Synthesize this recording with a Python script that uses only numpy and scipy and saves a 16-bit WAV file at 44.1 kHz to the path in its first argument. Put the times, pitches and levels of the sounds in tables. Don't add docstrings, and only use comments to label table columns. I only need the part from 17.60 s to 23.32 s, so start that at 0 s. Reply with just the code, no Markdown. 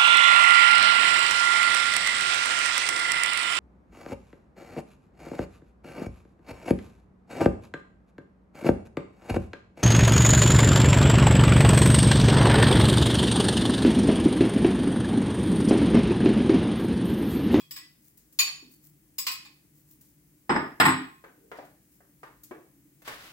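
import sys
import numpy as np
from scipy import signal
from scipy.fft import rfft, irfft, next_fast_len
from scipy.io import wavfile

SR = 44100
rng = np.random.default_rng(int(sys.argv[2]) if len(sys.argv) > 2 else 0)


def bounce(signal):
    frames = np.transpose(np.atleast_2d(signal))
    limited = np.clip(frames, -1, 1)
    pcm = np.round(limited * 32767).astype(np.int16)
    wavfile.write(sys.argv[1], SR, pcm)


N = 252252

# start in seconds, level in dB, treble tilt in dB per octave,
# place from 0 (base) to 1 (rim).
FORK_CLINKS = [(0.002, -56, 0.5, 0.42), (0.109, -40, 2.5, 0.05), (0.162, -41, 0, 0.23),
               (0.789, -22, 1.5, 1), (0.8, -29.5, 0, .8), (0.873, -42.5, -4, 1), (1.583, -28.5, 4.5, 0.076),
               (1.667, -27.5, -1, 0.39), (1.714, -36, 4, 0.22), (1.85, -52.5, -4, 0.65)]
# start in seconds, pitch in Hz, level in dB,
# time to fade by 60 dB in seconds.
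FORK_TINGS = [(0.002, 3310, -58.5, 0.18), (0.168, 1936, -56, 0.23), (0.215, 1990, -55.5, 0.13)]
# start in seconds, level in dB, treble tilt in dB per octave,
# second touch over the first in dB, delay until it rocks back in seconds, hand's grip from 0 to 1.
BOWL_CLANKS = [(2.894, -23.5, -3.5, 2, 0.022, 0.72), (2.953, -28, -5.5, 4.5, .025, 0.96),
               (3.200, -15, 1.5, -7.5, .012, 0.8), (3.253, -19.5, 2.5, -2.5, 0.03, .05)]
# start in seconds, level in dB, treble tilt in dB per octave,
# hollow resonance in Hz, lift of that resonance in dB.
SMALL_KNOCKS = [(1.025, -52, -3.5, 272, 33), (3.64, -48, 1, 1580, 3), (3.916, -41, 1.5, 421, 3.5),
                (3.973, -59, 6.5, 4940, 12), (3.987, -42.5, 0, 633, 8), (4.049, -60.5, 10, 3980, 0),
                (4.405, -60.5, -3.5, 1710, 9), (4.632, -44.5, 2.5, 1030, 8.5), (4.911, -39.5, -1, 327, 15),
                (5.420, -56, 8.5, 594, 11.5), (5.478, -36.5, 4.5, 1290, -1.5)]
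# start in seconds, level in dB.
WET_TICKS = [(0.573, -53), (0.725, -54.5), (2.41, -54), (4.834, -46.5)]
# middle in seconds, level in dB.
SOFT_WIPES = [(0.47, -56), (1.138, -56.5), (1.261, -53.5), (2.185, -60.5), (2.32, -55.5), (2.479, -61.5),
              (4.35, -62.5)]
# pitch in Hz, width in Hz, level in dB,
# loudest moment in seconds, half length in seconds.
LOW_DRONES = [(135, 3, -71, 5.2, 1), (149, 2.5, -71, 1.5, 3), (300, 18, -72, 4, 3),
              (300, 24, -64, 5.24, .12), (420, 70, -63, 3.85, .07)]

# pitch in Hz, level in dB,
# time to fade by 60 dB in seconds.
RIM_MODES = [(1063, -8, .5), (2506, 2.5, .2), (4454, 0, .1), (6857, -3.5, .12), (13606, -14, .12),
             (1112, -14, .08), (2430, -3, .08), (2530, -1, .05), (4410, -1, .07), (4495, -1, .06),
             (2620, -6, .03), (4800, -6, .015), (6600, -13, .03), (9600, -13, .07), (11100, -18, .04)]
BASE_MODES = [(5075, 0, .13), (7825, -3, .15), (5130, 0, .025), (7930, -4, .03), (1195, -23, .2),
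              (5432, -14, .1), (6810, -12, .06), (8500, -11, .008), (11850, -11, .02), (14620, -6, .025),
              (15300, -6, .008)]
FOOT_MODES = [(5080, -1, .09), (5130, 0, .025), (7825, 1, .16), (7930, 0, .04), (10700, -14, .008),
              (11480, -15, .03), (14620, -12, .04)]
COUNTER_MODES = [(151, -6, .4), (187, -6, .3), (263, -2, .3), (315, 0, .22), (863, 0, .12), (1224, -4, .15),
                 (1723, -2, .14), (1888, -3, .15), (97, -9, .25), (135, -6, .3), (224, -6, .25),
                 (296, -3, .15), (385, -8, .1), (930, -3, .04)]

# frequency in Hz, level in dB per Hz.
CRACK_COLOUR = [(100, -30), (500, -26), (800, -16.5), (1100, -6.5), (1450, -11), (2100, -2), (4900, -4),
                (6100, -13), (7000, -10), (9800, -14), (11000, -14.5), (12600, -10.5), (14500, -2.5),
                (16000, -9.5)]
CLANK_COLOUR = [(40, -19), (130, -6), (330, 0.5), (550, -10), (880, 5.5), (1300, 2.5), (1900, 3),
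                (2600, -8.5), (3300, -10.5), (4700, -19.5), (6000, -54), (7200, -28), (9200, -40.5),
                (11000, -24), (12800, -44.5), (14700, -27.5), (16000, -37.5)]
KNOCK_COLOUR = [(60, -18), (220, -2), (380, 3), (1000, -0.5), (1800, -4), (3000, -18), (6000, -31.5),
                (15000, -38)]
SCUFF_COLOUR = [(100, -9.5), (600, -8.5), (1500, -2), (3000, -5.5), (5000, -10), (7000, -16), (10000, -17),
                (15000, -16.5)]
WIPE_COLOUR = [(500, -18.5), (3000, -15.5), (7000, -6.5), (10000, -6.5), (15000, 3)]
AIR_COLOUR = [(15, -66.5), (25, -38.5), (48, -7), (92, -14), (145, -6.5), (263, -13), (301, -4.5),
              (384, -19.5), (695, -29.5), (1290, -31.5), (2000, -28), (3620, -35), (5430, -31.5),
              (14800, -25), (16000, -21.5)]

# frequency in Hz, time to fade by 60 dB in seconds.
KITCHEN_FADE = [(100, 0.3), (300, 0.42), (1000, 0.37), (3000, 0.45), (7000, 0.41), (15000, 0.15)]
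# frequency in Hz, left over right in dB.
MIC_LEAN = [(60, -0.5), (130, 3), (380, 0), (650, 3), (1200, -1.5), (2400, 1), (4400, -1.5), (7500, 8),
            (10500, -0.5), (15000, 3)]
# frequency in Hz, correlation (1 = the same).
MIC_LIKENESS = [(60, .98), (250, .95), (500, .65), (1000, .4), (2000, .15), (5000, .05), (15000, .1)]

RIM_RING_DB, BASE_RING_DB = 3.5, -2
RIM_TILT_DB, INWARD_DULLING_DB = 3.5, 14
HELD_T60_S = 0.15
SECOND_TOUCH_S, ROCK_LOSS_DB = .0075, 6.5
THUD_DB, THUD_GRIP_LOSS_DB = -1, 9.5
BOWL_RING_DB, RING_GRIP_LOSS_DB = 0.5, 22.5
FOOT_PING_DB, PING_PER_TILT_DB = -15.5, 1.46
SETTLE_S, SETTLE_LOSS_DB = 0.04, 11.5
WIPE_HALF_S = 0.039
SLIDE_START_S, SLIDE_STOP_S, SLIDE_ATTACK_S, SLIDE_DB = 5.445, 5.69, 0.027, -49
JERK_DB, JERK_S, SLOWING_DB_PER_S = 11, .04, 190
AIR_DB = -61
CUTOFF_HZ = 15850
SPAN = 32768
AGE = np.arange(SPAN) / SR


def from_db(db):
    return 10 ** (np.asarray(db) / 20)


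def at_hz(points, hz):
    points = np.array(points)
    return np.interp(np.log(np.maximum(hz, 1)), np.log(points[:, 0]), points[:, 1])


def bins(size):
    return np.maximum(np.fft.rfftfreq(size, 1 / SR), 10)


def unit_blow(x):
    energy = np.mean(np.sum(x ** 2, axis=-1))
    return x / np.sqrt(energy / (.03 * SR) + 1e-30)


def add(out, s, sound):
    start = int(np.clip(round(s * SR), 0, N - 1))
    out[:, start:start + SPAN] += sound[:, :N - start]


def panned(x, left_db):
    return x * from_db([[left_db / 2], [-left_db / 2]])


def diffuse(size):
    mid, side = rfft(rng.standard_normal((2, size)))
    alike = np.clip(at_hz(MIC_LIKENESS, bins(size)), -.99, .99)
    shared = np.sqrt(1 + alike) * mid
    opposed = np.sqrt(1 - alike) * side * [[1], [-1]]
    return (shared + opposed) / np.sqrt(2)


def noise(spectrum):
    x = irfft(diffuse(N) * from_db(at_hz(spectrum, bins(N))), N)
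    return x / x.std()


def kitchen(direct_db, near_t60, tail_db):
    field = diffuse(SPAN)
    octave = np.clip(np.log2(bins(SPAN) / 125), 0, 7)
    tail = 0
    for k in range(8):
        band = irfft(field * np.maximum(1 - abs(octave - k), 0))
        fade_s = at_hz(KITCHEN_FADE, 125 * 2 ** k)
        tail = tail + band * np.exp(-np.log(1000) * AGE / fade_s)
    tail = tail * (1 - np.exp(-AGE / 0.012))
    near = irfft(diffuse(SPAN)) * from_db(-60 * AGE / near_t60)
    near = near * (1 - np.exp(-AGE / .001))
    direct = unit_blow(1. * (AGE == 0))
    return unit_blow(near) + from_db(tail_db) * unit_blow(tail) + from_db(direct_db) * direct


def blow(colour_db, path):
    cepstrum = irfft(np.log(from_db(colour_db)))
    cepstrum[1:SPAN // 2] *= 2
    cepstrum[SPAN // 2 + 1:] = 0
    body = np.exp(rfft(cepstrum))
    return unit_blow(irfft(rfft(path) * body))


def tilted(spectrum, tilt_db):
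    octaves = np.log2(np.maximum(bins(SPAN), 400) / 1000)
    return at_hz(spectrum, bins(SPAN)) + tilt_db * octaves


def crowd(depth_db, spacing_hz):
    return depth_db * np.interp(bins(SPAN) / spacing_hz, np.arange(SPAN), rng.standard_normal(SPAN))


def ringing(modes, path):
    rings = []
    for hz, _, t60 in modes:
        envelope = (1 - np.exp(-2 * hz * AGE)) ** 2 * from_db(-60 * AGE / t60)
        sine = envelope * np.sin(2 * np.pi * hz * AGE)
        heard = signal.fftconvolve(path, sine[None], axes=1)[:, :SPAN]
        rings.append(unit_blow(heard))
    return np.array(rings)


def strike(modes, rings, tilt_db, contact_hz=SR, scatter_db=1):
    hz, db, _ = np.transpose(modes)
    chance = rng.standard_normal((len(modes), 2))
    strength = from_db(db + tilt_db * np.log2(hz) + scatter_db * chance[:, 0])
    gains = strength * np.sign(chance[:, 1])
    gains = gains / (1 + (hz / contact_hz) ** 4)
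    return np.tensordot(gains / np.linalg.norm(gains), rings, 1)


def fork_on_bowl():
    out = np.zeros((2, N))
    path = kitchen(direct_db=-12, near_t60=0.13, tail_db=-8.0)
    held_rim = [(hz, db, min(t60, HELD_T60_S)) for hz, db, t60 in RIM_MODES]
    rim, base = ringing(held_rim, path), ringing(BASE_MODES, path)
    for s, db, tilt_db, place in FORK_CLINKS:
        inward = np.clip(1 - place, 0, 1)
        colour_db = tilted(CRACK_COLOUR, tilt_db) + crowd(depth_db=5, spacing_hz=70)
        crack = blow(colour_db, kitchen(direct_db=-9.5, near_t60=0.13, tail_db=-3.5))
        rim_tilt_db = RIM_TILT_DB - INWARD_DULLING_DB * inward
        rim_ring = (1 - inward) * from_db(RIM_RING_DB) * strike(RIM_MODES, rim, rim_tilt_db)
        base_ring = inward * from_db(BASE_RING_DB) * strike(BASE_MODES, base, 0)
        add(out, s, from_db(db) * (crack + rim_ring + base_ring))
    for s, hz, db, t60 in FORK_TINGS:
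        ting = ringing([(hz, db, t60)], path)[0]
        add(out, s, from_db(db) * ting)
    return panned(out, left_db=-1.0)


def bowl_on_counter(rim_tilt_db=-15):
    out = np.zeros((2, N))
    path = kitchen(direct_db=-4.0, near_t60=.06, tail_db=-5.0)
    low_rim = RIM_MODES[:2]
    counter, rim, foot = ringing(COUNTER_MODES, path), ringing(low_rim, path), ringing(FOOT_MODES, path)
    for s, db, tilt_db, second_db, rock_s, grip in BOWL_CLANKS:
        touches = [(0, 0), (SECOND_TOUCH_S, second_db), (rock_s, -ROCK_LOSS_DB)]
        for delay_s, touch_db in touches:
            colour_db = tilted(CLANK_COLOUR, tilt_db) + crowd(depth_db=2.5, spacing_hz=35)
            clank = blow(colour_db, kitchen(direct_db=-19.5, near_t60=.06, tail_db=-4))
            thud_db = THUD_DB - THUD_GRIP_LOSS_DB * grip
            thud = from_db(thud_db) * strike(COUNTER_MODES, counter, 0)
            ping_db = FOOT_PING_DB + PING_PER_TILT_DB * tilt_db
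            ping = from_db(ping_db) * strike(FOOT_MODES, foot, 3 * tilt_db)
            add(out, s + delay_s, from_db(db + touch_db) * (clank + thud + ping))
        ring_db = db + BOWL_RING_DB - RING_GRIP_LOSS_DB * grip
        add(out, s, from_db(ring_db) * strike(low_rim, rim, rim_tilt_db))
    return panned(out, left_db=-0.5)


def small_things():
    out = np.zeros((2, N))
    for s, db, tilt_db, hollow_hz, lift_db in SMALL_KNOCKS:
        octaves_away = np.log2(bins(SPAN) / hollow_hz)
        hollow_db = lift_db / (1 + (octaves_away / 0.29) ** 2)
        for delay_s, loss_db in (0, 0), (SETTLE_S, SETTLE_LOSS_DB):
            colour_db = tilted(KNOCK_COLOUR, tilt_db) + hollow_db + crowd(depth_db=3, spacing_hz=60)
            knock = blow(colour_db, kitchen(direct_db=-7, near_t60=.08, tail_db=-3))
            add(out, s + delay_s, from_db(db - loss_db) * knock)
    return panned(out, left_db=0.5)


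def ticks_and_wipes(grain_db=3.5, grains_per_s=300):
    t = np.arange(N) / SR
    swell = sum(from_db(db) * np.exp(-((t - s) / WIPE_HALF_S) ** 2) for s, db in SOFT_WIPES)
    grains = np.interp(t * grains_per_s, np.arange(SPAN), rng.standard_normal(SPAN))
    out = swell * from_db(grain_db * grains) * noise(WIPE_COLOUR)
    for s, db in WET_TICKS:
        tick = blow(tilted(WIPE_COLOUR, 0), kitchen(direct_db=-19.5, near_t60=0.09, tail_db=-2))
        add(out, s, from_db(db) * tick)
    return out


def carton(grain_db=1.5, slips_per_s=170):
    t = np.arange(N) / SR
    since = np.maximum(t - SLIDE_START_S, 0)
    jerk_db = JERK_DB * np.exp(-since / JERK_S)
    slowing_db = SLOWING_DB_PER_S * np.maximum(t - SLIDE_STOP_S, 0)
    level_db = SLIDE_DB + jerk_db - slowing_db
    slips = np.interp(t * slips_per_s, np.arange(SPAN), rng.standard_normal(SPAN))
    attack = np.minimum(since / SLIDE_ATTACK_S, 1)
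    return attack * from_db(level_db + grain_db * slips) * noise(SCUFF_COLOUR)


def room_tone():
    out = from_db(AIR_DB) * noise(AIR_COLOUR)
    t = np.arange(N) / SR
    for hz, width, db, s, half in LOW_DRONES:
        drone = irfft(diffuse(N) / (1 + ((bins(N) - hz) / width) ** 2), N)
        swell = np.exp(-((t - s) / half) ** 2)
        out += from_db(db) * swell * drone / drone.std()
    return out


def scene():
    return fork_on_bowl() + bowl_on_counter() + small_things() + ticks_and_wipes() + carton() + room_tone()


def record(dry, right_lag_s=.00018):
    size = 2 * next_fast_len((N + SPAN) // 2)
    hz = bins(size)
    left, right = rfft(dry, size)
    lean = from_db(at_hz(MIC_LEAN, hz) / 2)
    lag = np.exp(-2j * np.pi * hz * right_lag_s)
    heard = irfft(np.array([left * lean, right / lean * lag]))[:, :N]
    top_cut = signal.ellip(12, .2, 80, CUTOFF_HZ, fs=SR, output="sos")
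    return signal.sosfilt(top_cut, heard)


dry = scene()
out = record(dry)
bounce(out)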